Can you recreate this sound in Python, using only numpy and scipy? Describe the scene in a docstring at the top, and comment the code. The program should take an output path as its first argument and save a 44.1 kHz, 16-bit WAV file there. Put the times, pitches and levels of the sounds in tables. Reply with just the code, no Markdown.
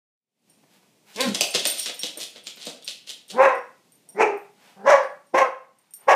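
"""Large dog on a hard floor, then on carpet

A dog woofs, spins round in a kitchen and trots off, claws skidding and collar tags clinking; it barks three
times from the next room and twice nearby on carpet. Barks are harmonics and breath noise through throat spectra,
claws and skids shaped noise, pads and tags decaying modes. The rooms ring; a limiter holds down the loud barks."""
import sys
import numpy as np
from scipy import signal
from scipy.io import wavfile
from scipy.ndimage import uniform_filter1d, minimum_filter1d, map_coordinates

SR = 44100
rng = np.random.default_rng(int(sys.argv[2]) if len(sys.argv) > 2 else 0)


def master(y):
    """Save y as 16-bit WAV."""
    cut = np.clip(np.atleast_2d(y).T, -1, 1)
    pcm = np.round(cut * 32767)  # scale
    wavfile.write(sys.argv[1], SR, pcm.astype(np.int16))


N = 271215

# All level columns are relative dB.
# first woof, effort and pitch contour: time_s, effort_db, pitch_hz
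WOOF_CONTOUR = [(1.154, -51, 202.8), (1.187, -31.5, 224.3), (1.205, -22.5, 258.8), (1.246, -26.5, 276.8),
                (1.289, -26, 219.6), (1.304, -37, 185), (1.37, -52.5, 160.4)]
# throat and mouth response in the woof: freq_hz, level_db
WOOF_THROAT = [(100, -36.5), (220, -4.5), (520, 3.5), (800, -7), (1060, -3), (1350, -23), (1650, -7),
               (1900, -15), (2200, -4.5), (2700, -9.5), (4000, -17.5), (12000, -43)]
# throat and mouth response in each bark: freq_hz, level_db
THROAT_1 = [(130, -31), (290, -25.5), (420, -9), (530, -3), (690, -9.5), (980, -4.5), (1300, -15.5),
            (2000, -18), (2600, -21.5), (3200, -40.5), (3950, -39), (4700, -48.5), (6200, -42),
            (14000, -65.5)]
THROAT_2 = [(60, -69), (130, -28.5), (250, -33.5), (340, -7), (460, -3), (700, -8.5), (860, -5),
            (1150, -14.5), (1850, -18.5), (2500, -11), (3250, -38.5), (4500, -42.5), (6300, -33.5),
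            (14000, -63.5)]
THROAT_3 = [(130, -22.5), (290, -28.5), (460, -11.5), (570, 0), (740, -6.5), (1000, -2.5), (1250, -14),
            (2000, -11.5), (2600, -27), (3500, -33), (5000, -40), (5700, -28), (8300, -44), (14000, -57)]
THROAT_4 = [(130, -28.5), (290, -17.5), (460, -5), (550, -0.5), (700, 1.5), (1030, -1.5), (1350, -16.5),
            (1800, -9.5), (2600, -15.5), (3200, -27), (4900, -36.5), (5800, -24.5), (7300, -36.5),
            (14000, -50)]
THROAT_5 = [(130, -16), (280, -37), (400, 0.5), (580, 4.5), (850, 6), (1150, 0.5), (1400, -13),
            (1720, -3.5), (2700, -14), (3300, -25.5), (4400, -34.5), (5850, -23), (7500, -34), (14000, -48)]
# barks: open_s (mouth fully open), level_db, top_pitch_hz, growl_s (before the rise), growl_db, rise_s, hold_s,
# tail_s, tail_fade_db_per_s, tail_bright_db, rough (0-1), strain_bright_db, chest_hum_db, chest_rasp_db,
# odd_harmonics_db, cheek_ring_db
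BARKS = [(3.406, -11, 277.1, .025, -45, 0.068, .073, .115, 159, 7.5, 0.19, 7, -41, -41.5, -4.5, -6),
         (4.208, -13.5, 228.8, 0.018, -43.5, .046, .029, 0.14, 94, -10, 0.6, 6.5, -48, -43, -12, -26),
         (4.876, -10.5, 294.9, .082, -43, .035, .069, 0.12, 150.5, 3, 0.4, 7.5, -40.5, -38.5, -7.5, -20),
         (5.348, -15, 278.9, 0.00302, -40, 0.012, .082, .06, 128, -3.5, 0.22, 6.5, -55.5, -24, -10, 5),
         (6.086, -12, 289.3, 0.0026, -47, .017, 0.057, 0.058, 106, -13, 0.71, 6, -55.5, -49, -4.5, -23)]
# resonances that stand out as the jaws close: freq_hz, width_hz, level_db
CHEEKS = [(1293, 83, 9), (1950, 78, -0.5)]
# chest rasp spectrum: freq_hz, level_db
CHEST_SPECTRUM = [(60, -43), (130, -17), (200, -13), (290, -7), (360, 1), (460, -4.5), (700, -20.5),
                  (3000, -60.5), (15000, -78)]
# footfalls: time_s, claw_db, claw_ring_hz, pad_db, skid_db, skid_half_length_s, tilt_db_per_octave
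FOOTFALLS = [(1.1607, -25.5, 4930, -42, -41.5, 0.024, 2.5), (1.2068, -10, 4030, -40, -31.5, 0.014, 6),
             (1.26, -26, 4000, -55, -38, 0.024, 1.5), (1.347, -13, 6030, -33, -31, .014, 1),
             (1.4091, -5, 5650, -20, -32, 0.02, 2.5), (1.548, -12, 3370, -25, -20, .011, -0.5),
             (1.5947, -15.5, 3330, -43, -38, 0.012, 2), (1.6535, -8.5, 7440, -29.5, -29, 0.023, 1.5),
             (1.755, -35, 4000, -52, -36.5, 0.056, 2.5), (1.8596, -17, 3870, -66, -32, 0.012, 0),
             (1.89, -38, 4000, -69, -33.5, 0.0092, -3.5), (2.0332, -16, 4170, -32, -36, 0.027, 1.5),
             (2.169, -56, 4000, -41.5, -46, 0.017, -6.5), (2.206, -44, 4000, -42.5, -33, 0.021, 3),
             (2.36, -34, 4000, -47.5, -45.5, 0.015, -3), (2.47, -23.5, 4400, -49, -42.5, 0.02, 1),
             (2.572, -33, 2840, -48, -54.5, .01, -1.5), (2.615, -36, 4000, -65, -40.5, 0.033, 0),
             (2.669, -25, 4040, -31.5, -42.5, 0.022, 1.5), (2.824, -39, 3920, -64, -55, 0.011, 1),
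             (2.8778, -19, 3800, -53.5, -39.5, 0.022, 2), (3.074, -32, 3540, -58, -43, 0.0072, 1.5),
             (3.093, -24.5, 3700, -60.5, -35.5, 0.012, 2), (3.301, -28, 3800, -49, -38, 0.011, 2)]
# claw and skid spectrum: freq_hz, level_db
CLAW_SPECTRUM = [(59, -59), (100, -44), (213, -17), (408, -14.5), (493, -9.5), (676, -14.5), (926, -19.5),
                 (1270, -16), (1570, -16.5), (3480, -2), (4110, -4), (9130, -15), (15100, -32)]
# floor board modes: freq_hz, level_db, t60_s
BOARD_MODES = [(186, -8.5, 0.072), (307, 2.5, 0.016), (382, -0.5, 0.031), (525, 8.5, 0.017),
               (586, -3.5, 0.024), (670, -17, 0.032)]
# collar tag clinks: time_s, level_db, tilt_db_per_octave
CLINKS = [(0.4984, -50, -15), (1.506, -30.5, -7.5), (1.6703, -14.5, 4.5), (1.7004, -20, 8.5),
          (1.7837, -26, -12), (1.7966, -20.5, -9), (1.943, -36.5, 4), (1.9925, -25.5, -19.5),
          (2.1734, -27.5, -1), (2.438, -47, -11), (2.559, -49, 15), (2.653, -38.5, 1), (2.845, -37, -8),
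          (3.2809, -44.5, -2.5), (3.4191, -42.5, 2.5), (3.5507, -46, -9), (3.921, -49.5, 2),
          (4.0894, -38, -6), (4.374, -51.5, 13), (5.0332, -54, 2.5), (5.124, -67, 8.5), (5.2674, -58, -13),
          (5.471, -59, -2), (5.7864, -54.5, 1.5), (5.908, -50, 0.5), (5.937, -31, 4)]
# collar tag modes: freq_hz (nominal), level_db, t60_s
TAG_MODES = [(5590, -15, 0.38), (8660, -13.5, 0.18), (8860, 6, 0.092), (9100, -17.5, 0.11),
             (12900, -8, 0.084), (14000, -6.5, 0.074)]
# paws and coat brushing about: time_s, level_db, half_length_s, tilt_db_per_octave
SHUFFLES = [(.64, -59, 0.0043, -5), (.745, -61, 0.025, 3), (.832, -62, 0.0046, 0), (1.11, -53.5, 0.029, 3),
            (4.1, -63, 0.023, -10.5), (4.67, -56.5, 0.061, 1), (5.85, -71.5, 0.097, 1.5),
            (6.03, -59, 0.033, -1.5)]
# brushing spectrum: freq_hz, level_db
SHUFFLE_SPECTRUM = [(59, -48.5), (100, -15), (182, -15), (728, -4), (824, -1.5), (1120, -8.5), (1960, -9.5),
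                    (2180, -8.5), (14000, -29.5)]
# room tone spectrum: freq_hz, level_db
HUSH_SPECTRUM = [(18, -65.5), (30, -35.5), (64, -28), (105, -1.5), (186, 4.5), (356, -2), (462, -3.5),
                 (840, -8.5), (1410, -17.5), (2320, -11.5), (8750, -16.5), (15100, -24)]
# room decay before each room's own scaling: freq_hz, t60_s
ROOM_T60 = [(120, 0.18), (400, 0.39), (1000, 0.47), (3000, 0.44), (7000, 0.33), (14000, 0.36)]

# growl
GROWL_HZ, GROWL_SWELL_DB, GROWL_ROUGH, GROWL_MOUTH, GROWL_BRIGHT_DB = 195.4, 15.5, .75, .8, -9
# pitch as a share of the top pitch: on opening, after the hold, at the very end
SCOOP, SAG, SAG_END = 0.9, .925, .87
# shares of the rise still to go when the pitch has leapt up, and when the upper resonances begin to open
BREAK_LEAD, DULL_LEAD = .55, 1
# after the hold the voice drops, then trails off
DROP_S, DROP_DB, DROP_BRIGHT_DB, TAIL_ROUGH, TAIL_MOUTH = .011, 11, 1, 0.39, 0.75
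OPEN_BRIGHT_DB, HELD_BRIGHT_DB, HELD_ROUGH = -2, -3.5, 0.22
# mid-bark the voice cracks: rougher, brighter, a little weaker; brightness outlasts roughness (shape < 1)
STRAIN_ROUGH, STRAIN_DIP_DB, PRESS_SHAPE = .5, 3, 0.72
# unsteady effort, pitch (share) and mouth (factor)
FLUTTER_DB, FLUTTER_HZ, WOBBLE, MOUTH_SHAKE = 1.93, 75.5, .008, 0.0083
# factors on the throat resonances
OPEN_MOUTH, HELD_MOUTH, DROP_MOUTH = 0.98, 1.013, 1
RASP_WIDTH = 0.61  # half length, share of the rise
CLAW_RING_OCTAVES = .55
TOE_GAP_S, TOE_DB, TOE_TILT_DB = .0075, -5.5, -3.5  # second claw: later, weaker, duller
SKID_LAG = .85  # skid peak after landing, in half lengths
JINGLE_COUNT, JINGLE_DB, JINGLE_SPREAD_DB = 8, -66.5, 6.5  # faint tag touches at random times
KITCHEN_HUSH_DB, CARPET_HUSH_DB = -65, -74.5
FADE_IN_S, FADE_IN_DB_PER_S, CARPET_FROM_S, CROSSFADE_S = 0.5, 132, 5, 1
EDGE_HZ = 15400  # upper band limit


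def bark(row, throat):
    """A growl swells, the mouth opens with a chesty rasp, the voice strains in the hold, drops and trails off."""
    (open_s, level_db, top_hz, growl_s, growl_db, rise_s, hold_s, tail_s, fade_db_per_s, tail_bright_db,
     rough, strain_bright_db, chest_db, rasp_db, odd_db, cheek_db) = row
    rise_from_s = open_s - rise_s
    release_s = open_s + hold_s
    drop_s = release_s + DROP_S
    end_s = release_s + tail_s
    stages = [rise_from_s - growl_s, rise_from_s, open_s, release_s, drop_s, end_s]
    t = np.arange(round(stages[0] * SR), round(end_s * SR)) / SR

    strain = np.sin(np.pi * np.clip((t - open_s) / hold_s, 0, 1)) ** 2
    pressed = strain ** PRESS_SHAPE

    dropped_db = level_db - DROP_DB
    effort_db = np.interp(t, stages, [growl_db - GROWL_SWELL_DB, growl_db, level_db, level_db,
                                      dropped_db, dropped_db - fade_db_per_s * tail_s])
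    effort_db += FLUTTER_DB * waver(len(t), FLUTTER_HZ) - STRAIN_DIP_DB * strain

    pitch_hz = np.interp(t, [rise_from_s, open_s - BREAK_LEAD * rise_s, open_s + hold_s / 2, drop_s, end_s],
                         [GROWL_HZ, SCOOP * top_hz, top_hz, SAG * top_hz, SAG_END * top_hz])
    pitch_hz *= 1 + WOBBLE * waver(len(t), FLUTTER_HZ)

    hoarse = np.interp(t, stages, [GROWL_ROUGH, GROWL_ROUGH, rough, HELD_ROUGH, TAIL_ROUGH, TAIL_ROUGH])
    hoarse += STRAIN_ROUGH * strain
    mouth = np.interp(t, stages, [GROWL_MOUTH, GROWL_MOUTH, OPEN_MOUTH, HELD_MOUTH, DROP_MOUTH, TAIL_MOUTH])
    mouth += MOUTH_SHAKE * waver(len(t), FLUTTER_HZ)
    bright_db = np.interp(t, [open_s - DULL_LEAD * rise_s, *stages[2:]],
                          [GROWL_BRIGHT_DB, OPEN_BRIGHT_DB, HELD_BRIGHT_DB,
                           tail_bright_db + DROP_BRIGHT_DB, tail_bright_db])
    bright_db += strain_bright_db * pressed

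    sound = voice(t, effort_db, pitch_hz, hoarse, mouth, bright_db, throat, chest_db, odd_db)
    rasp = rub([(open_s, rasp_db, RASP_WIDTH * rise_s, 0)], CHEST_SPECTRUM, slips_per_s=610, slip_share=0.067)
    return closing(sound, release_s, cheek_db) + rasp


def woof(shut_s=1.252, shut_time_s=0.021, muffle_hz=300, hum_db=8, leak_db=-11, rough=0.14, shut_mouth=0.57,
         open_bright_db=4.0, shut_bright_db=-5):
    """The jaws close midway through the first woof: resonances fall and a low-passed, falling hum remains."""
    s, effort_db, pitch_hz = np.transpose(WOOF_CONTOUR)
    at = np.arange(round(s[0] * SR), round(s[-1] * SR))
    t = at / SR
    shut = .5 + .5 * np.tanh((np.arange(N) / SR - shut_s) / shut_time_s)
    mouth = 1 + (shut_mouth - 1) * shut[at]
    bright_db = open_bright_db + (shut_bright_db - open_bright_db) * shut[at]
    sound = voice(t, np.interp(t, s, effort_db), np.interp(t, s, pitch_hz), rough, mouth, bright_db,
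                  WOOF_THROAT, chest_db=-50.0, odd_db=-2.0)
    hum = signal.sosfilt(signal.butter(4, muffle_hz, fs=SR, output="sos"), sound)
    muffled = gain_of(hum_db) * hum + gain_of(leak_db) * sound
    return (1 - shut) * sound + shut * muffled


def voice(t, effort_db, pitch_hz, rough, mouth, bright_db, throat, chest_db, odd_db, jitter=.055,
          rough_above_hz=1900, shimmer=1.0, air_db=-2, bright_hz=1250, lead_in_s=0.098, chaos=2.6):
    """Unsteady vocal folds and puffs of air sound the throat; the chest hums as the bark gathers."""
    rough = np.clip(rough, .01, .95)
    turns = np.cumsum(pitch_hz * (1 + jitter * rough * waver(len(t), 500))) / SR
    # the folds close twice a cycle, so even harmonics lead; hoarseness makes the two closures drift apart
    slip = chaos * rough * waver(len(t), 170)
    folds = np.zeros(len(t))
    for k in range(1, 26):
        odd = k % 2
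        harmonic = np.cos(2 * np.pi * k * turns + slip * odd)
        folds += gain_of(odd_db * odd) * harmonic / np.hypot(1, k * pitch_hz / rough_above_hz)
    folds *= np.sqrt(6 * pitch_hz / SR) * (1 + shimmer * rough * waver(len(t), 260))

    puff_shape = 1.0 + np.exp(-(turns % 1) / 0.25)
    puffs = gain_of(air_db) * evened(puff_shape * rng.standard_normal(SR)[:len(t)])
    puffs = signal.lfilter(*signal.butter(1, 650, "high", fs=SR), puffs)
    sound = throat_filter(np.sqrt(1 - rough) * folds + np.sqrt(rough) * puffs, throat, mouth)

    # brightness scales the upper resonances
    dull = signal.filtfilt(*signal.butter(2, bright_hz, fs=SR), sound)
    sound = dull + (sound - dull) * gain_of(bright_db)
    # level the running rms so that effort alone sets the envelope
    sound /= np.sqrt(abs(uniform_filter1d(sound ** 2, size=500)) + 1e-12)

    chest = np.sin(2 * np.pi * turns) * gain_of(np.minimum(effort_db, chest_db))
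    chest /= 1 + ((t - t[0]) / lead_in_s) ** 4
    out = np.zeros(N)
    add(out, t[0], (gain_of(effort_db) * sound + 2 * chest) * signal.windows.tukey(len(t), .03))
    return out


def throat_filter(x, throat, mouth):
    """All resonances slide together with the mouth: stretch time, filter, stretch back."""
    clock = np.cumsum(np.clip(mouth, .4, 1.6))
    index = np.arange(len(x))
    stretched = map_coordinates(x, [np.interp(np.arange(clock[-1] + 2), clock, index)])
    return map_coordinates(colour(stretched, throat), [clock])


def closing(x, from_s, level_db, glide_s=0.0072):
    """Late in a bark the jaws narrow and the cheek resonances come forward."""
    narrow = .5 + .5 * np.tanh((np.arange(N) / SR - from_s) / glide_s)
    ring = np.zeros(N)
    for hz, width_hz, db in CHEEKS:
        ring += gain_of(db) * signal.lfilter(*signal.iirpeak(hz, hz / width_hz, fs=SR), x * narrow)
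    return x + gain_of(level_db) * ring


def claws(level_db=-4, decay_s=0.0057, crack_db=3, crack_decay_s=0.0014, vary_db=3.5, ring_db=6):
    """Two claws strike at each footfall: a hard crack and a short scratch around a broad resonance."""
    out, t = np.zeros(N), np.arange(SR // 16) / SR
    hz = np.geomspace(60, 16000, num=48)
    envelope = (np.exp(-t / decay_s) + gain_of(crack_db) * np.exp(-t / crack_decay_s)) / 2
    for s, db, ring_hz, _, _, _, tilt_db in FOOTFALLS:
        ring = ring_db * np.exp(-.5 * (np.log2(hz / ring_hz) / CLAW_RING_OCTAVES) ** 2)
        for toe in range(2):
            tick = rng.standard_normal(len(t)) * envelope
            strike_db = read(CLAW_SPECTRUM, hz) + ring + vary_db * rng.standard_normal(len(hz))
            tick = colour(tick, np.transpose([hz, strike_db]), tilt_db + toe * TOE_TILT_DB)
            add(out, s + toe * TOE_GAP_S, gain_of(db + level_db + toe * TOE_DB) * tick)
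    return out


def skids():
    """After each landing the claws slide a little on the hard floor."""
    strokes = [(s + SKID_LAG * half_s, db, half_s, tilt_db) for s, _, _, _, db, half_s, tilt_db in FOOTFALLS]
    return rub(strokes, CLAW_SPECTRUM, slips_per_s=700, slip_share=0.61)


def rub(strokes, spectrum, slips_per_s, slip_share):
    """Strokes of friction: a swell of fine grain with separate little slips (slip_share of the energy)."""
    out, t = np.zeros(N), np.arange(SR // 2) / SR - 1 / 4
    for s, db, half_s, tilt_db in strokes:
        slips = evened(rng.standard_normal(len(t)) * (rng.random(len(t)) < slips_per_s / SR))
        grain = np.sqrt(slip_share) * slips + np.sqrt(1 - slip_share) * rng.standard_normal(len(t))
        swell = np.exp(-.5 * (t / half_s) ** 2)
        add(out, s + t[0], gain_of(db) * colour(grain * swell, spectrum, tilt_db))
    return out


def paws(level_db=6, push_s=0.009, lowest_hz=210):
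    """Soft pads thump the floor boards: noise bursts excite decaying modes, with little deep bass."""
    out, t = np.zeros(N), np.arange(SR // 5) / SR
    ring = sum(gain_of(db - 60 * t / t60_s) * np.sin(2 * np.pi * hz * t) for hz, db, t60_s in BOARD_MODES)
    for s, _, _, db, _, _, _ in FOOTFALLS:
        thump = signal.fftconvolve(rng.standard_normal(len(t)) * np.exp(-t / push_s), ring)
        add(out, s, gain_of(db + level_db) * thump / abs(thump).max())
    return signal.sosfilt(signal.butter(3, lowest_hz, "high", fs=SR, output="sos"), out)


def tags(level_db=-2, tick_db=-2, tick_decay_s=0.0045, vary_db=2, rebound_db=-11, rebound_time_s=0.047):
    """Metal tags knock together and rebound: ticks, then thin high modes, weighted anew by each blow."""
    out, t = np.zeros(N), np.arange(SR // 4) / SR
    hz, mode_db, t60_s = np.transpose(TAG_MODES)[:, :, None]
    touches = []
    for when, size in rng.random((JINGLE_COUNT, 2)):
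        touch_s = FADE_IN_S + when * (N / SR - FADE_IN_S)
        touches.append((touch_s, JINGLE_DB + JINGLE_SPREAD_DB * (2 * size - 1), 0))
    for s, db, tilt_db in CLINKS + touches:
        weight = gain_of(mode_db + tilt_db * np.log2(hz) + vary_db * rng.standard_normal(hz.shape))
        # tags that lean on each other ring slightly off pitch
        pitch_hz = hz * (1 + .003 * rng.standard_normal(hz.shape))
        modes = np.sin(2 * np.pi * (pitch_hz * t + rng.random(hz.shape)))
        ring = weight * gain_of(-60 * t / t60_s) * modes
        tick = gain_of(tick_db) * np.exp(-t / tick_decay_s) * np.diff(rng.standard_normal(len(t) + 1)) / 2
        clink = gain_of(db + level_db) * (ring.sum(0) / np.linalg.norm(weight) + tick)
        add(out, s, clink)
        for delay_s in rebound_time_s * rng.random(size=2):
            add(out, s + delay_s, gain_of(rebound_db) * clink)
    return out


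def room(x, wet_db, gap_s=.005, ring=0.92):
    """Direct sound plus dense wall reflections, each band dying at its own speed; ring scales the decay time."""
    taps = rng.choice([-1., 1.], SR) * (rng.random(SR) < .1) * (np.arange(SR) > gap_s * SR)
    hz, t, bands = signal.stft(taps, SR, nperseg=256)
    decay = gain_of(-60 * t / (ring * read(ROOM_T60, hz))[:, None])
    tail = signal.istft(bands * decay, SR, nperseg=256)[1]
    wet = signal.fftconvolve(x, tail / np.linalg.norm(tail))[:N]
    return (x + gain_of(wet_db) * wet) / np.hypot(1, gain_of(wet_db))


def hush():
    """Faint room tone, spectrally shaped noise, fades in; the carpeted room is quieter than the kitchen."""
    t = np.arange(N) / SR
    db = np.interp(t, [CARPET_FROM_S, CARPET_FROM_S + CROSSFADE_S], [KITCHEN_HUSH_DB, CARPET_HUSH_DB])
    db -= FADE_IN_DB_PER_S * np.maximum(FADE_IN_S - t, 0)
    return gain_of(db) * colour(rng.standard_normal(N), HUSH_SPECTRUM)


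def gain_of(db):
    """Decibels to amplitude."""
    return 10 ** (np.asarray(db) / 20)


def evened(x):
    """Scales to rms 1."""
    return x / np.sqrt(np.mean(x ** 2) + 1e-20)


def read(points, hz):
    """A spectrum, joined by straight lines over log frequency."""
    f, value = np.transpose(points)
    return np.interp(np.log(hz + 1), np.log(f + 1), value)


def add(mix, s, sound):
    """Lays a sound into the mix at time s."""
    part = mix[round(s * SR):][:len(sound)]
    part += sound[:len(part)]


def colour(x, points, tilt_db=0, size=4096):
    """Causal minimum-phase filter of unit energy with the given spectrum, tilted per octave above 500 Hz."""
    hz = abs(np.fft.fftfreq(size, 1 / SR))
    log_gain = np.log(gain_of(read(points, hz) + tilt_db * np.log2(np.maximum(hz, 500))))
    taps = np.fft.ifft(np.exp(np.conj(signal.hilbert(log_gain)))).real[:size // 2]
    return signal.fftconvolve(x, taps / np.linalg.norm(taps))[:len(x)]


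def waver(count, hz):
    """Random values of unit size, hz a second, joined by straight lines."""
    return np.interp(np.arange(count) * hz / SR, np.arange(SR // 8), rng.standard_normal(SR // 8))


def scene():
    """Each place in the house adds its own share of room sound."""
    throats = [THROAT_1, THROAT_2, THROAT_3, THROAT_4, THROAT_5]
    barks = [bark(row, throat) for row, throat in zip(BARKS, throats)]
    next_room = room(sum(barks[:3]), wet_db=-5, ring=0.84)
    carpet = room(sum(barks[3:]), wet_db=-8, ring=0.93)
    feet = claws() + skids() + rub(SHUFFLES, SHUFFLE_SPECTRUM, slips_per_s=1200, slip_share=0.27)
    kitchen = room(woof(), wet_db=-2.5, ring=0.86)
    kitchen += room(feet, wet_db=-3.5, ring=1.0) + room(paws(), wet_db=-0.5, ring=1.0)
    kitchen += room(tags(), wet_db=-4.0, ring=0.8)
    return (kitchen + next_room + carpet + hush())[None]


def record(dry, drive_db=1, out_db=1, ceiling=0.85, knee=3.3, lopsided=0.0075):
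    """Bass cut, fast limiter that levels the loudest barks, slight lopsided distortion, band limit."""
    x = gain_of(drive_db) * signal.sosfilt(signal.butter(3, 130, "high", fs=SR, output="sos"), dry)
    peak = uniform_filter1d(-minimum_filter1d(-abs(x), size=300), size=300)
    x = x / (1 + abs(peak / ceiling) ** knee) ** (1 / knee)
    x = gain_of(out_db) * (x + lopsided * x ** 2)
    low_pass = signal.firwin(511, EDGE_HZ, window=("kaiser", 9), fs=SR)
    return signal.oaconvolve(x, low_pass[None], "same")


dry = scene()
out = record(dry)
master(out)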